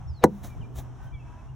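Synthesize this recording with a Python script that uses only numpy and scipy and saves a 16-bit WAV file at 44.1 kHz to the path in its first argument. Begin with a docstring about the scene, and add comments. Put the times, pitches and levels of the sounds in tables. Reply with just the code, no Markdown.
"""Light wind and a far bird, then a thud: a beanbag lands on a plywood board on a lawn.
The pitch drops as the bag flattens, pellets crack, the wood rings and the board rocks on its legs.
The bag skids, rubs over the rim of the hole and plops to the ground beneath.
Behind it: bird whistles, wind on the microphone, a low hum, a thin whine and distant traffic."""
import sys
import numpy as np
from scipy import signal
from scipy.fft import rfft, irfft, next_fast_len
from scipy.io import wavfile
from scipy.ndimage import map_coordinates

SR = 44100
rng = np.random.default_rng(int(sys.argv[2]) if len(sys.argv) > 2 else 0)


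def transcribe(signal):
    """Save signal, clipped to [-1, 1], as a 16-bit WAV file at the path in sys.argv[1]."""
    frames = np.atleast_2d(signal).T
    limited = np.clip(frames, -1, 1)
    pcm = np.round(limited * 32767).astype(np.int16)
    wavfile.write(sys.argv[1], SR, pcm)


N = 68355
HIT_S = .23916

# board modes: f/Hz, level/dB, t60/s
BOARD_MODES = [(156.9, -20.5, 0.22), (196.95, -21.5, 0.42), (269, -10, 0.073), (309.2, -14, 0.09),
               (495.6, -12, 0.088), (546, -18, 0.095), (730, -10, 0.037), (775, -13, 0.055),
               (862, -15.5, 0.061), (930, -20.5, 0.076), (989.5, -12, .055), (1481, -19, 0.045),
               (1700, -21.5, .025), (2022, -30.5, 0.057)]
# frame shudder: f/Hz, t60/s
FRAME_DECAY = [(100, 0.25), (300, 0.21), (900, 0.089), (2000, 0.023), (10000, 0.036)]
# pellet spectrum: f/Hz, level/dB
PELLET_SPECTRUM = [(1000, 7.5), (1900, 17.5), (2800, -22), (4100, 7), (4800, -23), (5500, 4), (7200, 0),
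                   (10000, -4.5), (16000, -3.5)]
# spectrum of a loose corner brushing the board: f/Hz, level/dB
BRUSH_SPECTRUM = [(100, -13), (550, 21), (1300, -5), (2200, -1.5), (5000, -13), (16000, -50)]
# balance of the hit: f/Hz, left minus right/dB
HIT_BALANCE = [(120, 0), (400, 1), (750, 1), (1290, 1), (2300, 4.5), (4000, -3), (8000, 0), (15000, 4)]
# legs on turf: t/s, level/dB
LEG_KNOCKS = [(0.2636, -17), (0.2733, -18), (0.2843, -20)]
# skid, rim, landing, settling: peak t/s, 60 dB rise/s, t60/s, cloth level/dB, bump level/dB
BAG_RUBS = [(0.362, 0.75, 1, -64.5, -61.5), (0.437, 0.026, 0.13, -48, -47.5),
            (.446, 0.026, 0.086, -50, -38.5), (0.469, 0.095, 0.18, -53.5, -60.5),
            (0.759, 0.032, 0.21, -51.5, -56.5), (0.789, 0.099, 0.094, -43.5, -34),
            (1.04, 0.1, 0.24, -65, -57)]
# cloth hiss spectrum: f/Hz, level/dB
CLOTH_SPECTRUM = [(800, 6), (1800, 2), (2800, -5.5), (3800, 1.5), (4700, -10.5), (6200, 2.5), (9000, -8.5),
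                  (11000, -0.5), (13000, -7.5), (15000, 1.5)]
# soft bump spectrum: f/Hz, level/dB
BUMP_SPECTRUM = [(40, -5.5), (70, 24), (200, 0), (500, -1.5), (800, 4), (1500, -54), (3000, -38.5)]
# stereo image of the bag: f/Hz, left-right correlation
BAG_COHERENCE = [(100, 0.98), (6000, 0.99), (10000, 0.77), (15000, 0.25)]
# bird notes: t/s, length/s, start f/Hz, end f/Hz, level/dB, echo re note/dB
BIRD_NOTES = [(0.071, 0.036, 5470, 5380, -57.5, -13), (0.089, 0.038, 5340, 4850, -61, -6),
              (0.126, 0.11, 4740, 3594, -60, -11), (0.484, 0.073, 2430, 2270, -58, -19),
              (0.606, 0.028, 3350, 2610, -56.5, -7), (0.624, 0.042, 2456, 2310, -56.5, -18),
              (1.065, 0.026, 3210, 3060, -63, -1), (1.116, 0.076, 2390, 2214, -54, -9),
              (1.134, 0.029, 3520, 3240, -59.5, -6.5), (1.189, 0.043, 2750, 2500, -58.5, 0),
              (1.378, .04, 2624, 2560, -64, -6), (1.474, .04, 2830, 2860, -68.5, -4)]
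# yard echo: f/Hz, t60/s
YARD_DECAY = [(500, 0.44), (3000, 0.89), (6000, 0.9)]
# gusts: peak t/s, level/dB
WIND_GUSTS = [(.0, -38), (0.098, -34), (0.4, -49), (.49, -45.5), (0.602, -35), (.87, -53.5), (1.059, -40.5),
              (1.14, -42)]
# wind rumble spectrum: f/Hz, level/dB
WIND_SPECTRUM = [(20, -12.5), (62, 3), (90, -3), (150, -8), (230, -28.5), (500, -78), (2000, -104)]
# hum swells: t/s, gain/dB
HUM_GAIN = [(0, 3.5), (.55, 1.5), (.72, 6), (.92, 11.5), (.98, -3.5), (1.24, 5.5), (1.34, -4.5), (1.44, 0),
            (1.5, 8.5)]
# traffic drone spectrum: f/Hz, level/dB
DRONE_SPECTRUM = [(120, -22), (210, 0.5), (400, -8), (800, -28.5), (2000, -57)]
# traffic drone envelope: t/s, level/dB
DRONE_ENVELOPE = [(.18, -59.5), (.35, -55.5), (.68, -49), (.87, -52.5), (.98, -55.5), (1.19, -58),
                  (1.3, -55.5), (1.55, -59)]
# traffic wash spectrum: f/Hz, level/dB
WASH_SPECTRUM = [(450, -14.5), (650, 2.5), (900, 3.5), (1500, -6.5), (2200, -15.5), (3300, -17.5),
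                 (4700, -30.5), (5600, -17), (8000, -27.5), (16000, -40.5)]
# stereo image of wind and traffic: f/Hz, left-right correlation
AIR_COHERENCE = [(180, 0.18), (550, 0.75), (1650, 0.75), (5000, 0.48), (15000, 0.16)]
# far whines: t/s, length/s, fundamental start f/Hz, end f/Hz, level/dB, tilt/(dB/octave)
WHINE_GLIDES = [(0.958, 0.17, 303, 307.3, -66, 6.5), (1.222, 0.219, 310, 339, -59, -11.5)]
# whine partials: harmonic number, gain before tilt/dB
WHINE_PARTIALS = [(3, 3), (4, -3.5), (5, 2), (6, -10)]


def thud(start_hz=1577, end_hz=222.8, fall_s=.00295, attack_s=.00018, hold_s=.01273, top_hz=2320):
    """The board's note falls as the bag flattens; the board sinks, modes ring, the frame shudders."""
    t = np.maximum(clock() - HIT_S, 0)
    pitch_hz = end_hz + (start_hz - end_hz) / (1 + t / fall_s) ** 2
    contact = 1 / (1 + (t / hold_s) ** 8)
    push = amp(-5) * contact * np.sin(2 * np.pi * np.cumsum(pitch_hz * (t > 0)) / SR)
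    mic_t = t + .00006 * np.array([[1], [-1]])  # the ring reaches the two microphones apart
    ring = sum((-1) ** k * amp(db) * fade(t, t60_s) * np.sin(2 * np.pi * hz * mic_t)
               for k, (hz, db, t60_s) in enumerate(BOARD_MODES))
    sink = amp(-27.5) * fade(t, t60_s=.093) * np.sin(2 * np.pi * 81 * t)
    wood = -(push + ring + sink) * (1 - np.exp(-t / attack_s))
    wood = filtered(wood, lambda hz: 1 / (1 + (hz / top_hz) ** 10))  # a soft bag excites no treble
    delayed = np.interp(clock() - hold_s, clock(), wood.mean(axis=0))
    return wood + amp(-25) * diffuse(delayed, FRAME_DECAY)


def slap(delay_s=.00031, brush_rise_s=.041):
    """A loose corner brushes the board, then the pellets crack against it and settle."""
    t = clock() - HIT_S - delay_s
    crack = amp(-14) * fade(t, t60_s=.0076)
    settle = amp(-19.5) * fade(t, t60_s=.038)
    pellets = (crack + settle) * noise(PELLET_SPECTRUM, BAG_COHERENCE)
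    brush = amp(-20.5) * fade(-t, brush_rise_s) * noise(BRUSH_SPECTRUM, BAG_COHERENCE)
    return np.where(t > 0, pellets, brush)


def legs(knock_hz=250, ring_hz=207):
    """The legs bump the turf: a soft push and a low ring each time."""
    out = np.zeros(N)
    for at_s, db in LEG_KNOCKS:
        t = clock() - at_s
        spread = (np.pi * knock_hz * t) ** 2
        push = (1 - 2 * spread) * np.exp(-spread)
        ring = fade(t, t60_s=.3) * np.sin(2 * np.pi * ring_hz * np.maximum(t, 0))
        out += amp(db) * (push + amp(-15) * ring)
    return out


def rubs(grain_db=.5, low_cut_hz=400):
    """Each rub swells and dies: grainy hiss of cloth and pellets over a soft bump."""
    t = clock()
    cloth = noise(CLOTH_SPECTRUM, BAG_COHERENCE)
    cloth = filtered(cloth, lambda hz: hz ** 2 / (hz ** 2 + low_cut_hz ** 2))
    cloth = unit_rms(cloth * amp(grain_db * wobble(rate_hz=260)))
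    bump = noise(BUMP_SPECTRUM, BAG_COHERENCE)
    out = np.zeros((2, N))
    for peak_s, rise_s, t60_s, cloth_db, bump_db in BAG_RUBS:
        envelope = fade(peak_s - t, rise_s) * fade(t - peak_s, t60_s)
        out += envelope * (amp(cloth_db) * cloth + amp(bump_db) * bump)
    return out


def birds():
    """Gliding whistles; the farther the bird, the more echo from barn and trees."""
    out = np.zeros((2, N))
    for *note, echo_db in BIRD_NOTES:
        whistle = glide(*note, partials=[(1, 0)], waver=.008)
        out += whistle + amp(echo_db) * diffuse(whistle, YARD_DECAY)
    return out


def wind(breeze_db=-44, gust_half_s=.036, balance_db=.5):
    """Rumble on the microphone: short gusts over a steady breeze."""
    gusts = sum(amp(db) * np.exp(-((clock() - at_s) / gust_half_s) ** 2) for at_s, db in WIND_GUSTS)
    return (amp(breeze_db) + gusts) * noise(WIND_SPECTRUM, AIR_COHERENCE) * pan(balance_db)


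def hum(pitch_hz=127, base_db=-50.5, waver=.0314, swing_db=1):
    """A low tone that wavers and swells."""
    cycles = np.cumsum(pitch_hz * (1 + waver * wobble(rate_hz=7.71))) / SR
    tone = amp(swing_db * wobble(rate_hz=13.1)) * np.sin(2 * np.pi * cycles)
    return amp(base_db) * gain_curve(HUM_GAIN) * unit_rms(tone)


def traffic_drone():
    """Far traffic, low band: slowly swelling noise."""
    return gain_curve(DRONE_ENVELOPE) * noise(DRONE_SPECTRUM, AIR_COHERENCE)


def traffic_wash(level_db=-58, flutter_db=3.18):
    """Far traffic, middle band: fluttering noise."""
    return amp(level_db + flutter_db * wobble(rate_hz=9.58)) * noise(WASH_SPECTRUM, AIR_COHERENCE)


def whines():
    """Thin, far-off rising tones: upper harmonics only."""
    out = np.zeros(N)
    lowest = WHINE_PARTIALS[0][0]
    for *note, db_per_octave in WHINE_GLIDES:
        partials = [(k, db + db_per_octave * np.log2(k / lowest)) for k, db in WHINE_PARTIALS]
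        out += glide(*note, partials=partials, waver=.002)
    return out


def glide(at_s, length_s, start_hz, end_hz, level_db, partials, waver):
    """An unsteady gliding tone that swells and fades."""
    drift = 1 + waver * wobble(rate_hz=150)
    progress = np.clip((clock() - at_s) / length_s, 0, 1)
    pitch_hz = start_hz * (end_hz / start_hz) ** progress * drift
    phase = 2 * np.pi * np.cumsum(pitch_hz) / SR
    return np.sin(np.pi * progress) * sum(amp(level_db + db) * np.sin(k * phase) for k, db in partials)


def noise(spectrum, coherence):
    """Coloured stereo noise, rms 1."""
    def response(hz):
        angle = np.arccos(np.clip(log_interp(coherence, hz), -1, 1)) / 2
        return amp(log_interp(spectrum, hz)) * [np.cos(angle), np.sin(angle)]
    mid, side = filtered(rng.standard_normal((2, N)), response)
    return unit_rms(np.array([mid + side, mid - side]))


def diffuse(x, decay):
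    """Dense stereo tail of x, t60 set per frequency."""
    hz, t, bins = signal.stft(rng.standard_normal((2, SR // 2)), SR, nperseg=256)
    mid, side = signal.istft(bins * fade(t, log_interp(decay, hz)[:, None]), SR, nperseg=256)[1]
    tail = np.array([mid + side / 2, mid - side / 2])
    return signal.fftconvolve(x[None], tail / np.linalg.norm(tail[0]), axes=1)[:, :N]


def filtered(x, response):
    size = next_fast_len(N + SR // 2)
    return irfft(rfft(x, size) * response(np.fft.rfftfreq(size, 1 / SR)), size)[..., :N]


def wobble(rate_hz):
    """Smooth random curve."""
    return map_coordinates(rng.standard_normal(512), [clock() * rate_hz], mode="wrap")


def log_interp(points, hz):
    knots_hz, values = np.transpose(points)
    return np.interp(np.log(hz + 1), np.log(knots_hz + 1), values)


def gain_curve(points):
    return amp(np.interp(clock(), *np.transpose(points)))


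def fade(t, t60_s):
    return np.exp(-np.log(1000) * np.maximum(t, 0) / t60_s)


def pan(balance_db):
    return amp(np.array([[.5], [-.5]]) * balance_db)


def amp(db):
    return 10 ** (np.asarray(db) / 20)


def unit_rms(x):
    return x / np.sqrt(np.mean(x ** 2) + 1e-20)


def clock():
    return np.arange(N) / SR


def scene():
    hit = filtered(thud() + slap(), lambda hz: pan(log_interp(HIT_BALANCE, hz)))
    bag = hit + legs() + rubs()
    return bag + birds() + traffic_drone() + whines() + wind() + hum() + traffic_wash()


def record(dry, ceiling=.87, top_hz=16300):
    """Soft peak limit, then a steep low-pass."""
    rounded = dry / (1 + np.abs(dry / ceiling) ** 10) ** (1 / 10)
    return filtered(rounded, lambda hz: 1 / (1 + (hz / top_hz) ** 100))


dry = scene()
out = record(dry)
transcribe(out)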